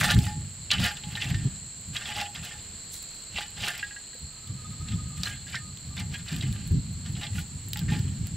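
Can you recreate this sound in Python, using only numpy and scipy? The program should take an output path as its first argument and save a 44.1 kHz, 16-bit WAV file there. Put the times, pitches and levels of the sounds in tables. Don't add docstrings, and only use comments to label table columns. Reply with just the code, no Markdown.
import sys
import numpy as np
from scipy import signal
from scipy.fft import rfft, irfft, next_fast_len
from scipy.io import wavfile
from scipy.ndimage import map_coordinates

SR = 44100
rng = np.random.default_rng(int(sys.argv[2]) if len(sys.argv) > 2 else 0)


def master(y):
    cut = np.clip(np.atleast_2d(y).T, -1, 1)
    pcm = np.round(cut * 32767)
    wavfile.write(sys.argv[1], SR, pcm.astype(np.int16))


def level_to_linear(level):
    exponent = np.asarray(level, float) / 20
    return 10 ** exponent


N = 368674


def unit(x):
    return x / np.sqrt(np.mean(x ** 2) + 1e-20)


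def along(points, hz):
    f, db = np.transpose(points)
    return level_to_linear(np.interp(np.log(hz + 1), np.log(f + 1), db, left=-120, right=-120))


def curves(rows):
    s, *columns = np.transpose(rows)
    return [np.interp(np.arange(N) / SR, s, column) for column in columns]


def wobble(rate):
    knots = rng.standard_normal(int(N * rate / SR) + 4)
    return map_coordinates(knots, [np.arange(N) * rate / SR])


def filtered(x, response):
    m = next_fast_len(N + SR // 4)
    return irfft(rfft(x, m) * response(np.fft.rfftfreq(m, 1 / SR)), m)[..., :N]


def resonant(x, peaks):
    def response(hz):
        total = 0
        for k, (centre, width, db) in enumerate(peaks):
            one = 1j * hz * width / (centre ** 2 - hz ** 2 + 1j * hz * width)
            total = total + (-1) ** k * level_to_linear(db) * one
        return total

    power = sum(level_to_linear(2 * db) * np.pi * width / SR for _, width, db in peaks)
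    return filtered(x, response) / np.sqrt(power)


def grains(rate, spread_db):
    chance, size = rng.random(N), rng.standard_normal((2, N))
    return unit((chance < rate / SR) * level_to_linear(spread_db * size[0]) * np.sign(size[1]))


def pair(spectrum, alike):
    alike_hz, likeness = np.transpose(alike)

    def response(hz):
        same = np.interp(np.log(hz + 1), np.log(alike_hz), likeness)
        turn = np.arccos(np.clip(same, -1, 1)) / 2
        return along(spectrum, hz) * np.array([np.cos(turn), np.sin(turn)])

    middle, side = filtered(rng.standard_normal((2, N)), response)
    return unit(np.array([middle + side, middle - side]))


def placed(x, pan_db, wide_db):
    t = np.arange(SR // 20) / SR
    stones = rng.standard_normal((2, len(t))) * level_to_linear(-60 * t / 0.091)
    back = signal.oaconvolve(x[None], stones / np.linalg.norm(stones[0]), axes=1)[:, :N]
    return x * level_to_linear(np.array([[pan_db / 2], [-pan_db / 2]])) + level_to_linear(wide_db) * back


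def chips(level_db, count, centre_hz, octaves, cycles, spread_db):
    luck = rng.standard_normal((count, 2))
    start = (rng.random(count) * N).astype(int)
    hz = np.clip(centre_hz * 2 ** (octaves * luck[:, :1]), 500, 15000)
    step = np.arange(160)
    size = level_to_linear(spread_db * luck[:, 1:])
    shape = size * np.exp(-step / SR * hz / cycles) * np.sin(2 * np.pi * hz * step / SR)
    norm = np.sqrt(np.sum(shape ** 2) / N)
    shape = shape * level_to_linear(level_db[start])[:, None] / norm
    return np.bincount((start[:, None] + step).ravel(), shape.ravel(), N + len(step))[:N]


# time in seconds, buffet level in dB.
BREEZE = [(0, -27), (0.25, -30.5), (0.52, -41.5), (0.72, -49), (1.16, -39), (1.5, -54), (1.69, -50),
          (2.75, -54), (3.2, -66), (3.44, -51.5), (4.1, -64), (4.63, -43.5), (5.22, -41), (5.84, -43),
          (6.6, -35.5), (6.9, -35.5), (7.55, -40.5), (8.36, -28)]
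# peak time in seconds, level in dB, seconds to fall by 10 dB.
GUSTS = [(0, -20.5, 0.0942), (0.179, -15.5, 0.0433), (0.793, -27.5, 0.08), (1.058, -33, 0.01),
         (1.35, -23, 0.1329), (1.487, -30, 0.03), (1.916, -40.5, 0.12), (2.19, -35, 0.05),
         (2.41, -37, 0.06), (2.749, -46, .2), (3.342, -45.5, .08), (3.632, -41, 0.13), (4.235, -40.5, 0.04),
         (4.53, -36, 0.12), (4.92, -31, 0.31), (5.448, -38, 0.2), (6.021, -33.5, .2), (6.435, -22, 0.13),
         (6.736, -20, 0.0742), (7.298, -33, 0.34), (7.653, -28.5, 0), (7.85, -26, 0.1), (8.02, -24.5, .18)]


def gusts():
    t = np.arange(0, N + 64, 64) / SR
    power = level_to_linear(2 * np.interp(t, *np.transpose(BREEZE)))
    for s, db, fall_s in GUSTS:
        away_s = np.maximum(t - s, 1.35 * (s - t))
        power = power + level_to_linear(2 * (db - 10 * away_s / fall_s))
    return curves(np.transpose([t, 10 * np.log10(power)]))[0]


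# start in seconds, peak level in dB, pitch in Hz.
PUFFS = [(0.084, -24, 114), (0.171, -7, 116), (0.366, -15, 139), (0.771, -25, 76), (1.45, -4.5, 136),
         (3.351, -23, 79), (4.495, -18, 113), (6.316, -10.5, 160), (6.434, -12, 136), (6.709, -2.5, 90),
         (7.816, -10.5, 167), (7.911, -7.5, 156), (7.955, -12.5, 138), (8.042, -10.5, 83),
         (1.064, -21, 180), (1.254, -18, 136), (1.903, -30, 132), (2.159, -28, 109), (2.415, -25, 100),
         (4.238, -29, 92), (4.546, -21, 147), (4.796, -17, 89), (5.273, -22, 99), (6.095, -20.5, 140),
         (6.358, -15, 161), (6.542, -18, 135), (7.088, -20, 122), (7.182, -19, 89), (7.269, -19, 130),
         (7.418, -23.5, 76), (7.655, -18, 111), (7.894, -21, 120)]
# frequency in Hz, level in dB per Hz.
BUFFET = [(20, -36), (35, -15), (55, -4), (100, 2), (170, -2.5), (210, -7.5), (270, -21), (350, -51)]
# frequency in Hz, level in dB per Hz.
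FLUTTER = [(130, -32), (200, 3), (320, -5.5), (450, -19), (650, -49)]


def wind():
    buffet_db = gusts()
    lumps = level_to_linear(3.0 * wobble(18))
    puffs, kicks, t = np.zeros(N + SR), np.zeros(N + SR), np.arange(SR // 10) / SR
    for s, db, hz in PUFFS:
        shape = level_to_linear(db - 10) * t / 0.012 * np.exp(1 - t / 0.0087)
        start = round(s * SR)
        puffs[start:][:len(t)] += shape * np.sin(2 * np.pi * hz * t * (1 - 1.05 * t))
        kicks[start:][:len(t)] += shape
    low = level_to_linear(buffet_db - 1.5) * unit(lumps * pair(BUFFET, [(40, 0.99), (200, 0.96)]))
    flutter_level = level_to_linear(1.176 * buffet_db - 15.5) * lumps + level_to_linear(-19.0) * kicks[:N]
    return low + flutter_level * pair(FLUTTER, [(300, 0.91)]) + puffs[:N]


# frequency in Hz, level in dB per Hz.
AIR = [(20, 0), (120, -1.5), (300, -10.5), (600, -16), (1500, -17), (3000, -15), (6000, -19), (9000, -31),
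       (15500, -28)]
# frequency in Hz, likeness from 0 to 1.
AIR_ALIKE = [(100, 0.99), (300, 0.81), (1400, 0.59), (3000, 0.66), (7000, 0.11), (15000, 0.033)]


def open_air():
    return level_to_linear(-51.0 + wobble(2.19)) * pair(AIR, AIR_ALIKE)


def choir(song, rate_hz, depth, alike, count):
    t, power = np.arange(N) / SR, 0
    for _ in range(count):
        own_hz = rate_hz * (1 + 0.12 * rng.standard_normal())
        beat = 2 * np.pi * own_hz * t + 3.3 * wobble(6.7)
        power = power + (1 + depth * np.cos(beat)) ** 2
    return unit(np.sqrt(power) * pair(song, [(5000, alike)]))


# time in seconds, high choir in dB, low choir in dB.
CHOIR = [
    (0.0, -43, -47),
    (0.32, -44.5, -51.5),
    (4.75, -44.5, -52.5),
    (6.49, -45, -52.5),
    (8.36, -45.5, -54.5),
]
# frequency in Hz, level in dB per Hz.
HIGH_SONG = [(6300, -24.5), (6900, -11.5), (7300, -1), (7700, -1.5), (8100, -4.5), (8500, -22.5),
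             (8900, -25)]
# frequency in Hz, level in dB per Hz.
LOW_SONG = [(3700, -27), (4000, -14), (4250, -6.5), (4500, -13.5), (4800, -24)]


def insects():
    high_db, low_db = curves(CHOIR)
    high = level_to_linear(high_db + 1.0 * wobble(3.203)) * choir(HIGH_SONG, 92, depth=0.16, alike=0.45, count=3)
    low = level_to_linear(low_db + 1.3 * wobble(2.97)) * choir(LOW_SONG, 58, depth=0.26, alike=0.73, count=3)
    return high * level_to_linear(np.array([[-0.7], [0.7]])) + low * level_to_linear(np.array([[-1.6], [1.6]]))


def embers():
    level_db = -71 + 2.2 * wobble(2.93)
    specks = chips(level_db, count=260, centre_hz=10400, octaves=0.46, cycles=10.0, spread_db=5.0)
    return placed(specks, pan_db=-4.0, wide_db=-5)


# peak time in seconds, build-up in seconds, rasp in dB,
# lowest mode over rasp in dB, ash hiss over rasp in dB.
PUSHES = [(0.039, 0.057, -23.5, 1.5, -11.5), (0.279, 0.13, -44, 3.5, -4), (0.718, 0.0053, -26.5, -11, -25),
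          (0.861, 0.071, -25, -7, -14.5), (1.175, 0.022, -36.5, -9, -18), (1.233, 0.034, -33, -6, -18),
          (2.105, 0.075, -35.5, -9, -20), (2.215, 0.069, -31, 0.5, -18.5), (2.475, 0.051, -39, -6.5, -14.5),
          (3.385, 0.029, -31.5, -8, -21), (3.63, 0.058, -34, -9, -21), (3.689, 0.064, -29.5, -12, -13.5),
          (3.79, 0.05, -47, -6, -17), (7.24, 0.073, -38.5, -4.5, -15.5), (7.388, 0.056, -43.5, -9, -5),
          (7.797, 0.032, -42, -9, -25), (7.933, 0.044, -35.5, -10, -18)]
# peak time in seconds, build-up in seconds, rasp in dB,
# lowest mode over rasp in dB, ash hiss over rasp in dB.
JABS = [(0.116, 0.035, -20.5, -8.5, -12), (1.96, .03, -40, -19, -12), (2.53, .03, -40, -8, -20),
        (3.342, 0.017, -47, -15, -17), (3.412, .015, -38.5, -8, -17), (5.18, 0.014, -43, -16, -15),
        (5.215, 0.017, -42, -15, -14), (5.32, .02, -44, -11, -15), (5.505, 0.041, -40.5, -15, -16),
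        (6.0, .034, -33, -11, -16), (6.425, 0.023, -40.5, -21, -17), (1.44, 0.099, -48.5, -10, -18),
        (3.22, 0.26, -63, -15, 3)]
# peak time in seconds, build-up in seconds, rasp in dB,
# ash hiss over rasp in dB.
SCUFFS = [(0.973, 0.0092, -41, -17), (1.118, 0.03, -42, -11), (1.975, 0.016, -36.5, -18),
          (2.36, 0.015, -38.5, -22), (2.938, 0.026, -60.5, 13), (4.919, 0.039, -40.5, -24),
          (5.27, 0.04, -36, -12), (5.552, 0.041, -38.5, -19), (6.153, 0.04, -39.5, -18),
          (6.325, 0.064, -39.5, -16), (6.39, 0.057, -42.5, -13), (7.069, 0.021, -45.5, -18),
          (8.276, 0.055, -53, -14)]
# peak time in seconds, rasp in dB.
SLIDES = [(0.17, -41), (1.25, -37), (2.0, -41.5), (2.5, -47.5), (3.42, -52.5), (3.74, -39.5), (5.3, -48.5),
          (6.44, -46), (6.55, -48), (1.06, -47), (7.96, -48)]
# rasp, lowest mode and ash hiss, all in dB.
REST_DB = (-63.5, -78, -73.5)


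def stroke():
    bite_db_s, swell_db = 1100, 8
    lift_db_s, jab_lift_db_s, slide_db_s = 267, 700, 74
    rows = [(*push, lift_db_s) for push in PUSHES]
    rows += [(s, build_s, db, -20, ash_db, lift_db_s) for s, build_s, db, ash_db in SCUFFS]
    rows += [(*jab, jab_lift_db_s) for jab in JABS]
    rows += [(s, 0.03, db, -11.5, -17.5, slide_db_s) for s, db in SLIDES]
    t = np.arange(0, N + 64, 64) / SR
    power = level_to_linear(2 * np.array(REST_DB))[:, None]
    for s, build_s, db, low_db, ash_db, fall_db_s in rows:
        before, after = np.maximum(s - t, 0), np.maximum(t - s, 0)
        swell = -swell_db * np.minimum(before / build_s, 1)
        bite = -bite_db_s * np.maximum(before - build_s, 0)
        parts_db = np.array([[0], [low_db], [ash_db]])
        power = power + level_to_linear(2 * (db + swell + bite - fall_db_s * after + parts_db))
    return curves(np.transpose([t, *(10 * np.log10(power))]))


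# pitch in Hz, level in dB, seconds to fade by 60 dB.
BLADE = [(723, -14.5, 0.076), (1197, -11.5, 0.086), (1424, -9.5, 0.083), (1557, -8.5, 0.16),
         (1618, -7.5, 0.06), (1750, -6.5, 0.089), (1822, -5, 0.14), (1953, -2.5, 0.059),
         (2119, -0.5, 0.077), (2353, -3, 0.085), (2498, -1.5, 0.035), (2725, 1, 0.08), (2990, 3, 0.062),
         (3290, 0.5, 0.1), (3520, 4.5, 0.033), (3800, 4, 0.063), (3915, 0.5, 0.08), (4130, 4.5, 0.071),
         (4540, 3, 0.06), (4815, 4, 0.049), (5335, -1.5, 0.06), (5870, -28, 0.12), (6720, -16, .06)]
# pitch in Hz, width in Hz, level in dB.
LOW_MODE = [(614, 20, -14), (718, 16, -9), (818, 16, -4), (840, 10, 0)]
# frequency in Hz, level in dB per Hz.
GRIT = [(240, -22), (400, -7.5), (623, -2.5), (819, -4.5), (1020, -8), (1610, -16), (2260, -12), (2790, 6),
        (9000, -25), (11700, -46), (19800, -120)]
# frequency in Hz, level in dB per Hz.
ASH = [(3240, -7), (5500, -7.5), (6940, -4), (9490, -6.5), (12600, -11.5), (16000, -14)]


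def rasp():
    rasp_db, low_db, ash_db = stroke()
    clump_db = 2.2 * wobble(70)
    clumps = level_to_linear(clump_db)
    steel = [(hz, np.log(1000) / np.pi / t60, db) for hz, db, t60 in BLADE]
    ring = 0
    for modes, share_db in ((steel[:7], -8.5), (steel[7:14], -5.5), (steel[14:], -9.5)):
        swells = level_to_linear(2.6 * wobble(30) + 2.45 * wobble(120))
        push = unit(clumps * swells * grains(1500, spread_db=5.5))
        ring = ring + resonant(level_to_linear(rasp_db + share_db) * push, modes)
    low_push = unit(clumps * grains(2000, spread_db=4.0))
    low = resonant(level_to_linear(low_db - 5.5) * low_push, LOW_MODE)
    grit = filtered(grains(3000, spread_db=5.5), lambda hz: along(GRIT, hz))
    crunch = unit(clumps * level_to_linear(1.3 * wobble(150)) * grit)
    coals = chips(rasp_db + clump_db - 7.5, count=6000, centre_hz=3600, octaves=0.55, cycles=3.3, spread_db=3.0)
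    ash = filtered(grains(4000, spread_db=5), lambda hz: along(ASH, hz))
    hiss = unit(clumps * level_to_linear(3.95 * wobble(200)) * ash)
    body = ring + low + coals + level_to_linear(rasp_db - 9.5) * crunch
    hiss = level_to_linear(ash_db + 2.5) * hiss
    return placed(body, pan_db=-0.9, wide_db=-51) + placed(hiss, pan_db=-2.0, wide_db=-7.5)


# start in seconds, peak level in dB, centre of the ring in Hz.
CRUSHES = [(0.0115, -14.5, 1790), (0.0304, -15, 1730), (0.2667, -28, 1750), (0.736, -17.5, 2910),
           (0.9693, -29, 3290), (1.2447, -26, 2260), (2.183, -26, 2380), (2.2127, -21, 2990),
           (4.92, -31.5, 2950), (5.5533, -22, 3960), (5.9697, -32, 2010), (7.061, -32.5, 3200),
           (7.3825, -30, 2400), (7.7586, -29, 2000), (7.922, -29, 3510), (0.7138, -9.5, 3900),
           (0.7136, -20.5, 1830), (1.2203, -26, 4180), (1.344, -30, 3800), (1.5605, -40, 4370),
           (1.9648, -22.5, 4290), (2.165, -29, 3600), (3.384, -26, 1000), (6.0015, -30, 4200),
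           (6.143, -32, 3900), (0.165, -27, 1700)]
# start in seconds, peak level in dB, centre of the ring in Hz.
KNOCKS = [(0.0436, -12, 1590), (0.1012, -14.5, 3760), (0.137, -21, 3610), (0.7044, -12.5, 2990),
          (0.7138, -13, 3050), (0.782, -19, 2800), (1.0364, -26.5, 2880), (1.1526, -20.5, 3300),
          (1.1715, -28, 1890), (1.22, -16, 2800), (1.344, -27, 1980), (1.9647, -16, 3000),
          (2.0556, -24, 2900), (2.089, -26.5, 2650), (2.3493, -28.5, 2780), (3.3597, -20.5, 2720),
          (3.3842, -18.5, 2720), (3.408, -31, 1770), (3.645, -22, 2720), (3.669, -20, 2750),
          (4.8852, -31.5, 3400), (5.2596, -29, 1580), (5.5446, -22, 1640), (5.5642, -25.5, 1870),
          (6.284, -27, 4130), (6.409, -24.5, 3460), (7.152, -32, 3000), (7.2331, -25.5, 3300),
          (7.2664, -25.5, 3130), (7.8852, -30.5, 1840), (0.0782, -20, 1820), (0.8445, -17, 3220),
          (1.949, -29, 2760), (2.0197, -31, 2410), (2.4325, -34, 3330), (3.3434, -32, 2720),
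          (3.5668, -39, 3760), (3.603, -27, 2850), (5.9779, -26.5, 4160), (6.3059, -33, 2750),
          (6.5618, -37, 2830), (7.215, -33, 2900)]


def knocks():
    out, t = np.zeros(N + SR), np.arange(SR // 9) / SR
    hz, level, t60 = np.transpose(BLADE)[:, :, None]
    lumps = [(*knock, 0, -11.5) for knock in KNOCKS]
    lumps += [(*crush, -2.5, 0) for crush in CRUSHES]
    for s, db, centre_hz, ring_db, crack_db in lumps:
        luck = rng.standard_normal((2, len(BLADE), 1))
        near_db = np.maximum(-45 * np.log2(hz / centre_hz) ** 2, -24)
        fade = level_to_linear(level + near_db + 3.2 * luck[0] - 60 * t / (0.67 * t60))
        modes = fade * np.sin(2 * np.pi * hz * t + 0.68 * luck[1])
        ring = modes.sum(axis=0) * (1 - np.exp(-t / 0.00035))
        burst = rng.standard_normal(len(t)) * level_to_linear(-60 * t / 0.022)
        band = signal.butter(2, [centre_hz / 1.7, centre_hz * 1.6], "band", fs=SR)
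        crack = signal.lfilter(*band, burst)
        both = level_to_linear(ring_db) * ring / np.abs(ring).max() + level_to_linear(crack_db) * crack / np.abs(crack).max()
        out[round(s * SR):][:len(t)] += level_to_linear(db - 2.5) * both
    return placed(out[:N], pan_db=-1.5, wide_db=-38)


# start in seconds, peak level in dB, body level in dB,
# seconds for the click to fade by 60 dB.
SNAPS = [(0.041, -17, -8, 0.0084), (0.0617, -23, -16, 0.005), (0.1893, -23, 0, 0.0087),
         (0.2174, -32, -7.5, 0.0039), (0.7341, -24, 1, 0.005), (1.8117, -38, -30, 0.005),
         (2.2123, -24, -18, 0.005), (2.45, -27, -14, 0.005), (2.627, -38, -9, 0.005),
         (2.9341, -24, -19, 0.005), (2.9432, -36, -9, 0.005), (3.024, -30, -20, .004),
         (3.028, -25, -13, 0.0089), (3.7787, -27, -10, 0.0059), (3.9523, -53, -9, 0.005),
         (4.475, -36, 0, 0.005), (5.234, -26.5, 12.5, 0.01), (5.773, -37.5, 4.5, 0.005),
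         (6.364, -28, 0, 0.0055), (6.527, -27.5, -1, 0.005), (6.6761, -26, -19, 0.0043),
         (6.722, -32, -18, 0.0055), (7.1241, -36, -16, 0.005), (7.3915, -28, -19, 0.005),
         (7.6856, -27, -14, 0.0055), (7.733, -16, -5, 0.0075), (7.773, -20, -7, 0.0059),
         (7.7924, -21, -3, 0.005), (7.9931, -31, 0.5, 0.0055), (8.271, -24, -5.5, 0.0027),
         (3.505, -36, -12, .004), (3.668, -30, -10, .006), (1.888, -40, -20, .004)]


def snaps():
    out, t = np.zeros(N + SR), np.arange(SR // 25) / SR
    top = signal.butter(2, 7500, "high", fs=SR)
    mid = signal.butter(2, [2800, 5500], "band", fs=SR)
    for s, db, body_db, t60 in SNAPS:
        click = rng.standard_normal((2, len(t))) * level_to_linear(-60 * t / t60)
        click[:, 0] = 4.0
        high, body = signal.lfilter(*top, click[0]), signal.lfilter(*mid, click[1])
        both = high / np.abs(high).max() + level_to_linear(body_db + 0.5) * body / np.abs(body).max()
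        out[round(s * SR):][:len(t)] += level_to_linear(db + 1.5) * both
    return placed(out[:N], pan_db=-1.5, wide_db=-7.0)


# start in seconds, peak level in dB,
# pitch in Hz, seconds to fade by 60 dB.
PINGS = [(0.058, -22, 8340, .04), (0.22, -34, 5130, .04), (0.232, -33, 8600, 0.033),
         (0.268, -42, 6350, .03), (0.284, -31, 4900, 0.034), (0.268, -40.5, 842, .4),
         (0.268, -40, 1808, .3), (0.847, -30, 1950, 0.13), (0.826, -29.5, 1420, 0.09),
         (0.898, -36, 5370, .03), (1.036, -46, 840, .4), (1.152, -39.5, 840, 0.11),
         (1.172, -34.5, 1824, 0.18), (1.268, -31, 2720, .08), (1.344, -40, 1820, 0.31),
         (2.09, -36, 839, .2), (2.217, -31, 816.5, .22), (2.448, -37, 6300, .05), (2.52, -38, 3300, .04),
         (2.55, -45.5, 838, 0.16), (3.137, -39, 2500, .015), (3.384, -40, 832, 0.28),
         (3.70, -35.5, 1747, 0.21), (3.778, -37, 5450, .03), (4.15, -40, 500, .04),
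         (5.255, -22, 4140, 0.05), (5.53, -34, 2350, .1), (5.553, -28, 5330, 0.033),
         (5.989, -31, 2350, .05), (6.01, -43, 2080, .12), (7.195, -40, 2900, 0.09), (7.383, -36, 2720, .04),
         (7.758, -41, 838, 0.19), (7.918, -36, 841, .2), (5.258, -31, 1640, .12), (5.3, -38, 1640, .2),
         (5.556, -30, 1820, .15), (7.383, -30, 1450, .05), (3.36, -31, 2720, .12), (3.64, -29, 2740, .06),
         (0.705, -25, 3020, .2), (0.135, -28, 3610, .06), (0.072, -27, 1820, .1), (7.885, -38, 1820, .3),
         (2.17, -40, 2100, .2), (2.51, -41, 1820, .2)]
# start in seconds, peak level in dB.
CLINKS = [
    (3.828, -12.5),
    (3.908, -28),
    (3.963, -25.5),
    (4.1304, -38),
    (5.2602, -27),
    (5.2726, -25),
    (5.4668, -34),
    (5.5312, -34),
    (6.1422, -24.5),
]
# pitch in Hz, level in dB, seconds to fade by 60 dB.
CINDER = [(1648, -5, 0.11), (1907, -9.5, 0.096), (2750, -11, 0.038), (3080, -19, 0.044), (786, -37, .04)]


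def clinks():
    out, t = np.zeros(N + SR), np.arange(SR // 3) / SR
    hz, level, t60 = np.transpose(CINDER)[:, :, None]
    for s, db in CLINKS:
        luck = rng.standard_normal((len(CINDER), 1))
        ring = level_to_linear(level + 0.98 * luck - 60 * t / t60) * np.sin(2 * np.pi * hz * t)
        out[round(s * SR):][:len(t)] += level_to_linear(db - 5.0) * ring.sum(axis=0) * (1 - np.exp(-t / 0.00071))
    for s, db, tone_hz, ring_s in PINGS:
        tone = level_to_linear(db - 60 * t / ring_s) * np.sin(2 * np.pi * tone_hz * t)
        out[round(s * SR):][:len(t)] += tone * (1 - np.exp(-t / 0.0016))
    return placed(out[:N], pan_db=-0.9, wide_db=-40)


# middle in seconds, length in seconds, level in dB, pitch in Hz.
WHINE = [(4.51, 0.056, -58, 1175), (4.634, .1, -55, 1260), (4.75, 0.14, -56, 1255),
         (4.832, .08, -54.5, 1267), (4.972, 0.13, -56, 1255), (5.084, 0.053, -49.5, 1260),
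         (5.15, .12, -55.5, 1195), (5.24, 0.12, -53, 1250), (5.65, 0.13, -58, 1240),
         (5.93, 0.054, -55, 1190), (4.75, 0.27, -62, 3560), (5.0, 0.32, -61, 3460), (5.37, .09, -57, 3490),
         (4.95, .6, -57, 1240), (4.4, .2, -62, 1290)]


def whine():
    width_hz, steady = 55, 0.8
    out, fuzz = np.zeros(N), steady + wobble(width_hz) + 1j * wobble(width_hz)
    for s, length_s, db, hz in WHINE:
        i = np.arange(round((s - length_s) * SR), round((s + length_s) * SR))
        swell = np.exp(-(1.7 * (i / SR - s) / length_s) ** 4)
        out[i] += level_to_linear(db - 3.5) * swell * np.real(fuzz[i] * np.exp(2j * np.pi * hz * i / SR))
    return out


def scene():
    meadow = open_air() + insects() + whine()
    fire = embers() + snaps()
    spade = rasp() + knocks() + clinks()
    return wind() + meadow + fire + spade


def top_cut(x):
    return signal.sosfilt(signal.butter(12, 16630, fs=SR, output="sos"), x)


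def record(dry):
    top_hz = 15750
    mix = filtered(dry, lambda hz: hz < top_hz)
    return top_cut(mix)


dry = scene()
out = record(dry)
master(out)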